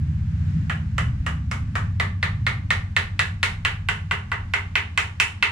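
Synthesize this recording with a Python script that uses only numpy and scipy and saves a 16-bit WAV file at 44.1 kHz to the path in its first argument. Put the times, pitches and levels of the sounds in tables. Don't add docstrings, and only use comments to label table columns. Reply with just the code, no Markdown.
import sys
import numpy as np
from scipy import signal
from scipy.fft import rfft, irfft, next_fast_len
from scipy.io import wavfile
from scipy.ndimage import uniform_filter1d

SR = 44100
rng = np.random.default_rng(int(sys.argv[2]) if len(sys.argv) > 2 else 0)


def wav_out(sig):
    wavfile.write(sys.argv[1], SR, np.round(np.clip(np.atleast_2d(sig).T, -1, 1) * 32767).astype(np.int16))


def makeup_ratio(level_db):
    decades = np.asarray(level_db, float) / 20
    return 10 ** decades


N = 243096
T = np.arange(N) / SR

# (time [s], peak [dB], mallet head ring [Hz], handle share [dB], steel tick [dB])
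BLOWS = [(0.697, -14.5, 1900, -7.5, -31), (0.981, -8, 1990, -11.5, -28.5), (1.264, -12, 1880, -11.5, -26.5),
         (1.513, -15, 2140, -13.5, -23.5), (1.754, -10, 1820, -15, -28.5), (1.999, -3, 2024, -17.5, -32.5),
         (2.228, -5, 2040, -14.5, -34.5), (2.466, -4.5, 2110, -16, -31), (2.705, -4, 2096, -11, -27),
         (2.965, -2, 2053, -10.5, -28), (3.193, -3.5, 1947, -10.5, -27), (3.43, -3, 2114, -8.5, -23.5),
         (3.65, -5.5, 1970, -5, -28.5), (3.887, -3, 2025, -9, -30.5), (4.111, -4.5, 2010, -12, -33.5),
         (4.317, -7, 1970, -17, -37.5), (4.537, -1.5, 2085, -12.5, -34), (4.755, -3, 2040, -6, -37.5),
         (4.976, -3, 2040, -6.5, -25.5), (5.2, -5, 1957, -1, -17.5), (5.426, -3, 2050, -4, -31.5)]
# (time [s], level [dB], load [dB])
ENGINE = [(0, 3, 3.5), (.35, 0.5, 1.5), (.6, 3.5, -4.5), (.75, -3, 0.5), (1, -1.5, 4.5), (1.5, -3, 2.5),
          (1.9, -4, -3), (2.3, -5.5, -2.5), (2.45, -3.5, 2.5), (2.85, -7.5, -2.5), (3.3, -9, -2.5),
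          (4.3, -12.5, -1.5), (5, -15, 1.5), (5.51, -22, 0)]


def curves(table, s=T):
    t, *columns = np.transpose(table)
    return [np.interp(s, t, c) for c in columns]


def unit(x):
    return x / np.sqrt(np.mean(x ** 2))


def colour(x, points):
    hz, db = np.transpose(points)
    size = next_fast_len(x.shape[-1], True)
    f = np.arange(size // 2 + 1) * SR / size + 1e-3
    gain = makeup_ratio(np.interp(np.log(f), np.log(hz), db))
    return irfft(rfft(x, size) * gain, size)[..., :x.shape[-1]]


def band(x, lo_hz, hi_hz):
    return colour(x, [(lo_hz * .9, -80), (lo_hz * 1.03, 0), (hi_hz * .97, 0), (hi_hz * 1.1, -80)])


def walk(rate):
    k = int(SR / rate)
    held = np.repeat(rng.standard_normal(N // k + 1), k)
    return 0.99 * uniform_filter1d(uniform_filter1d(held, k), k)[:N]


def power(modes, db, wobble):
    f = np.arange(2049) * SR / 4096 + 1
    total = 0
    for (hz, width, mode_db), wobble_db in zip(modes, wobble):
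        detuning = (f / hz - hz / f) * hz / width
        total = total + makeup_ratio(db + mode_db + wobble_db) ** 2 / (1 + detuning ** 2) ** 2
    return total


def response(spectrum):
    cepstrum = irfft(np.log(spectrum + 1e-12) / 2)
    cepstrum[1:2048] *= 2
    cepstrum[2049:] = 0
    return irfft(np.exp(rfft(cepstrum)))


def late(x, count):
    return np.r_[np.zeros(count), x[:len(x) - count]]


def mallet():
    # (time [s], trunk ring [Hz], handle ring [Hz], ferrule share [dB], low head ring [dB])
    grip = [(.7, 1400, 2990, -24, 1), (1.26, 1250, 2880, -23, -4.5), (1.75, 1310, 2350, -22.5, -5),
            (2.1, 1170, 2350, -15.5, 0), (2.9, 1450, 2620, -15, 3.5), (3.43, 1480, 2655, -11, 0.5),
            (4.2, 1530, 2835, -30, -10), (4.9, 1540, 2520, -17, -6), (5.3, 1420, 2670, -14.5, -6.5)]
    # (frequency [Hz], width [Hz], level [dB])
    trunk_modes = [(1250, 354, 1), (1450, 310, 1.5), (1717, 180, 0)]
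    # (frequency [Hz], width [Hz], level [dB])
    handle_modes = [(2350, 1320, -1.5), (2630, 25, 3.5), (3011, 72, 5.5), (3200, 133, -4)]
    # (frequency [Hz], width [Hz], level [dB])
    ferrule_modes = [(3720, 1220, -0.5), (4270, 960, -13)]
    # (frequency [Hz], width [Hz], level [dB], drift as the work beds in [dB/s])
    bench_modes = [(330, 100, -11, -0.3), (390, 28, -14, 0.9), (430, 27, -10, 1.5), (730, 92, -9.5, 0),
                   (839, 126, -4, -0.15), (938, 72, -7, 2), (1077, 49, 1, 0.3)]
    # (frequency [Hz], width [Hz], level [dB])
    steel_modes = [(5280, 2130, -2.5), (7230, 1560, -2), (8620, 2200, -9), (10050, 620, -11.5),
                   (12700, 3300, -21), (14800, 1400, -30)]
    # (share at peak 0 dB [dB], rise as the blow softens [dB/dB], drift [dB/s])
    shares = (-19.5, 0.38, 0.53), (-31, 0.51, 0.79), (-5, 0.32, 0.081)
    off_spot_db_per_octave = 13.5

    near, far = np.zeros((2, N + 4096)), np.zeros((3, N + 4096))
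    t = np.arange(64) / SR
    chance = rng.standard_normal((len(BLOWS), 2, 64))
    spot = np.array([1., 0, 0])
    for (s, db, hz, handle_db, tick_db), (wobble, rag) in zip(BLOWS, chance):
        trunk_hz, handle_hz, ferrule_db, low_db = curves(grip, s)
        trunk_db, bench_db, room_db = (share - rise * db + drift * s for share, rise, drift in shares)
        loose_db = -20 - 2.5 * s
        pan_db = -3 + 0.44 * s + 2.5 * wobble[-1]
        wobble = 1.2 * wobble

        head = power([(hz, 200, 0), (hz * 0.885, 150, low_db), (hz * 1.3, 1300, -13)], 0, wobble)
        under_gouge = [(f, width, level + 2.08 - off_spot_db_per_octave * abs(np.log2(f / trunk_hz)))
                       for f, width, level in trunk_modes]
        trunk = power(under_gouge + [(trunk_hz, 120, 3)], trunk_db + 6.0, wobble[4:])
        bedded = [(f, width, level + drift * s) for f, width, level, drift in bench_modes]
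        bench = power(bedded, bench_db + 11, wobble[20:])
        bench = bench + power([(601, 730, 0.021)], loose_db + 4, wobble[30:])
        handle = power(handle_modes + [(handle_hz, 160, 3)], handle_db + 2, wobble[10:])
        handle = handle + power(ferrule_modes, ferrule_db + 3.5, wobble[34:])
        tick = power(steel_modes, tick_db + 6, wobble[40:])

        facing = power([(hz, 110, 4), (hz * 0.882, 200, low_db + 0.33)], 0, wobble[50:])
        wood = response(handle) + late(response(facing), count=8)
        wood += makeup_ratio(0.5) * late(response(trunk + makeup_ratio(5.5) * bench), count=30)
        wood += makeup_ratio(-17.0) * np.roll(wood, -50)
        push = .3 * rag * np.exp(-t / .0009) + (t == 0)
        crack = makeup_ratio(-5.0) * np.convolve(response(tick), push)[:4096]

        i = int((s + .0004) * SR)
        ears = np.array([late(wood, count=2) + late(crack, count=1), wood + crack])
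        pan = np.array([[pan_db], [-pan_db]]) / 2
        near[:, i - 50:i + 4046] += makeup_ratio(db + 26.5 + pan) * np.roll(ears, 50, axis=1)

        around = uniform_filter1d(uniform_filter1d(head + trunk + handle, size=9), size=9)
        spot = spot + .45 * rag[-3:]
        spot = spot / np.linalg.norm(spot)
        to_walls = response(around + bench + tick)
        far[:, i:i + 4096] += makeup_ratio(db + 25.5 + room_db) * spot[:, None] * to_walls
    return near[:, :N], far[:, :N]


def bench_top():
    # (frequency [Hz], level [dB], likeness of left to right [-1 to 1])
    hum = [(402, -37, .4), (462, -40, -.2)]
    rise_s, t60_s = .022, .28
    t, kicks = np.arange(SR // 3) / SR, np.zeros((len(hum), N))
    s, db = np.transpose(BLOWS)[:2]
    scatter_db = 1.6 * rng.standard_normal((len(BLOWS), len(hum))).T
    kicks[:, (s * SR).astype(int)] = makeup_ratio(0.82 * db + scatter_db)
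    shape = (1 - np.exp(-(t / rise_s) ** 2)) * np.exp(-np.log(1000) * t / t60_s)
    out = 0
    for kick, (hz, level_db, like) in zip(kicks, hum):
        ring = signal.fftconvolve(kick, shape * np.exp(2j * np.pi * hz * t))[:N]
        turn = np.exp(np.array([[0], [1j]]) * np.arccos(np.clip(like, -1, 1)))
        out = out + makeup_ratio(level_db) * np.real(ring * turn)
    return out


def workshop(x):
    # (frequency [Hz], t60 [s], level [dB])
    room = [(345, 0.37, 8), (723, 0.38, 11), (1473, 0.3, 5.5), (2740, 0.3, 1.5), (5730, 0.28, 0.5),
            (9700, 0.28, 1.5)]
    # (delay [s], spread [s], level over the tail [dB])
    echoes = [(.0038, 0.00034, -1.5), (.008, 0.0004, -7), (.013, .001, -11.5), (.029, 0.00067, -4.5)]
    t = np.arange(SR // 2) / SR
    tail = 0
    for hz, t60, db in room:
        octave = [(hz / 2.2, -40), (hz / 1.6, -5), (hz, 0), (hz * 1.6, -5), (hz * 2.2, -40)]
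        noise = colour(rng.standard_normal((2, 3, len(t))), octave)
        tail = tail + makeup_ratio(db) * noise * np.exp(-np.log(1000) * t / t60)
    swell = 1 + sum(makeup_ratio(db) * np.exp(-((t - delay) / spread) ** 2) for delay, spread, db in echoes)
    onset = np.clip((t - .0008) / .002, 0, 1)
    tail = makeup_ratio(-25) * tail * swell * onset
    answer = signal.fftconvolve(x[None], tail, axes=2)[..., :N].sum(axis=1)
    return answer * makeup_ratio(np.array([[-.6], [.6]]))


def engine():
    # (time [s], rate [Hz])
    cycle = [(0, 15.8), (.45, 15.5), (1, 14.9), (1.5, 14.4), (1.75, 14.1), (1.95, 14.4), (2.25, 16.1),
             (2.5, 17), (2.75, 15.8), (3, 13.7), (3.25, 13.35), (4, 13.4), (4.25, 13.1), (4.5, 15.2),
             (5, 15.7), (5.51, 16)]
    # (frequency [Hz], level [dB])
    exhaust = [(30, -47), (50, -14.5), (80, 6.5), (94, -9), (110, 1), (134, -2.5), (155, 7), (185, -8.5),
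               (203, -11.5), (225, -18), (340, -32.5), (440, -54.5)]
    edges_hz = (55, 85, 105, 135, 185, 330)
    # (level [dB], share of the fading [dB/dB], share of the load [dB/dB], flutter [dB])
    paths = [(-30.5, 0.57, 0.98, 1.2), (-29.5, 0.35, -0.37, 3.5), (-30, 1.21, 0.28, 5),
             (-33, 1.27, -0.33, 3), (-42.5, 0.79, 0.19, 3), (-39, 0.48, -0.51, 4.5)]
    # (frequency [Hz], width [Hz], level [dB], share of the fading [dB/dB])
    air_modes = [(154.8, 6.9, -37.5, 0.9), (172.2, 5.1, -44, 0.58), (205.3, 7.4, -47, 0.31)]

    hz, (away_db, load_db) = curves(cycle)[0], curves(ENGINE)
    turns = np.cumsum(hz) / SR
    lines = 0
    for k in range(3, 20):
        level = makeup_ratio(.25 * k * walk(3))
        phase = k * turns + rng.random() + .009 * k * walk(6)
        lines = lines + level * np.sin(2 * np.pi * phase)
    roar = unit(band(rng.standard_normal(N), 40, 345))
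    source = colour(unit(lines) + makeup_ratio(-7) * roar, exhaust)

    *levels_db, rumble_db = [db + share * away_db + pull * load_db + flutter_db * walk(6)
                             for db, share, pull, flutter_db in paths]
    out = 0
    for lo, hi, db in zip(edges_hz, edges_hz[1:], levels_db):
        part = band(source, lo, hi)
        out = out + makeup_ratio(db) * part / np.sqrt(uniform_filter1d(part ** 2, size=SR // 9) + 1e-18)
    for mode_hz, width, db, share in air_modes:
        resonator = signal.iirpeak(mode_hz, mode_hz / width, fs=SR)
        ring = unit(signal.lfilter(*resonator, band(rng.standard_normal(N), 150, 230)))
        out = out + makeup_ratio(db + share * away_db) * ring
    return out + makeup_ratio(rumble_db) * unit(band(rng.standard_normal(N), 27, 55))


def air():
    # (frequency [Hz], density [dB per Hz])
    hiss_colour = [(180, -33.5), (300, -13.5), (392, -31.5), (1320, -28.5), (1560, -24.5), (2930, -32.5),
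                   (3190, -35.5), (4370, -39), (7080, -43), (10400, -54.5), (16000, -71)]
    # (time [s], level [dB])
    hiss_db = [(0, -57.5), (.25, -55.5), (.5, -52.5), (.7, -55.5), (1.3, -57.5), (3, -58.5), (5.5, -58)]
    level = makeup_ratio(curves(hiss_db)[0] + 5 + 1.0 * walk(6.3))
    hiss = unit(colour(rng.standard_normal((2, N)), hiss_colour)) * level
    bass = [(15, -13), (30, -16), (100, 10.5), (200, 5.5), (300, -24), (450, -68)]
    stray = unit(colour(rng.standard_normal(N), bass))
    return hiss + makeup_ratio(1.1 * curves(ENGINE)[0] - 45.5) * stray * np.array([[1], [-1]])


def scene():
    near, far = mallet()
    near = signal.sosfilt(signal.butter(4, 480, "high", fs=SR, output="sos"), near)
    return near + workshop(far) + engine() + air() + makeup_ratio(3.5) * bench_top()


def top_cut(x):
    return signal.sosfilt(signal.butter(12, 16370, fs=SR, output="sos"), x)


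def record(dry):
    mid = dry.mean(axis=0)
    side = colour((dry[0] - dry[1]) / 2, [(9500, 0), (12000, -5.5)])
    rounded = np.tanh(.85 * np.array([mid + side, mid - side])) / .85
    top = signal.butter(10, 15600, fs=SR, output="sos")
    mix = signal.sosfilt(top, rounded)
    return top_cut(mix)


dry = scene()
out = record(dry)
wav_out(out)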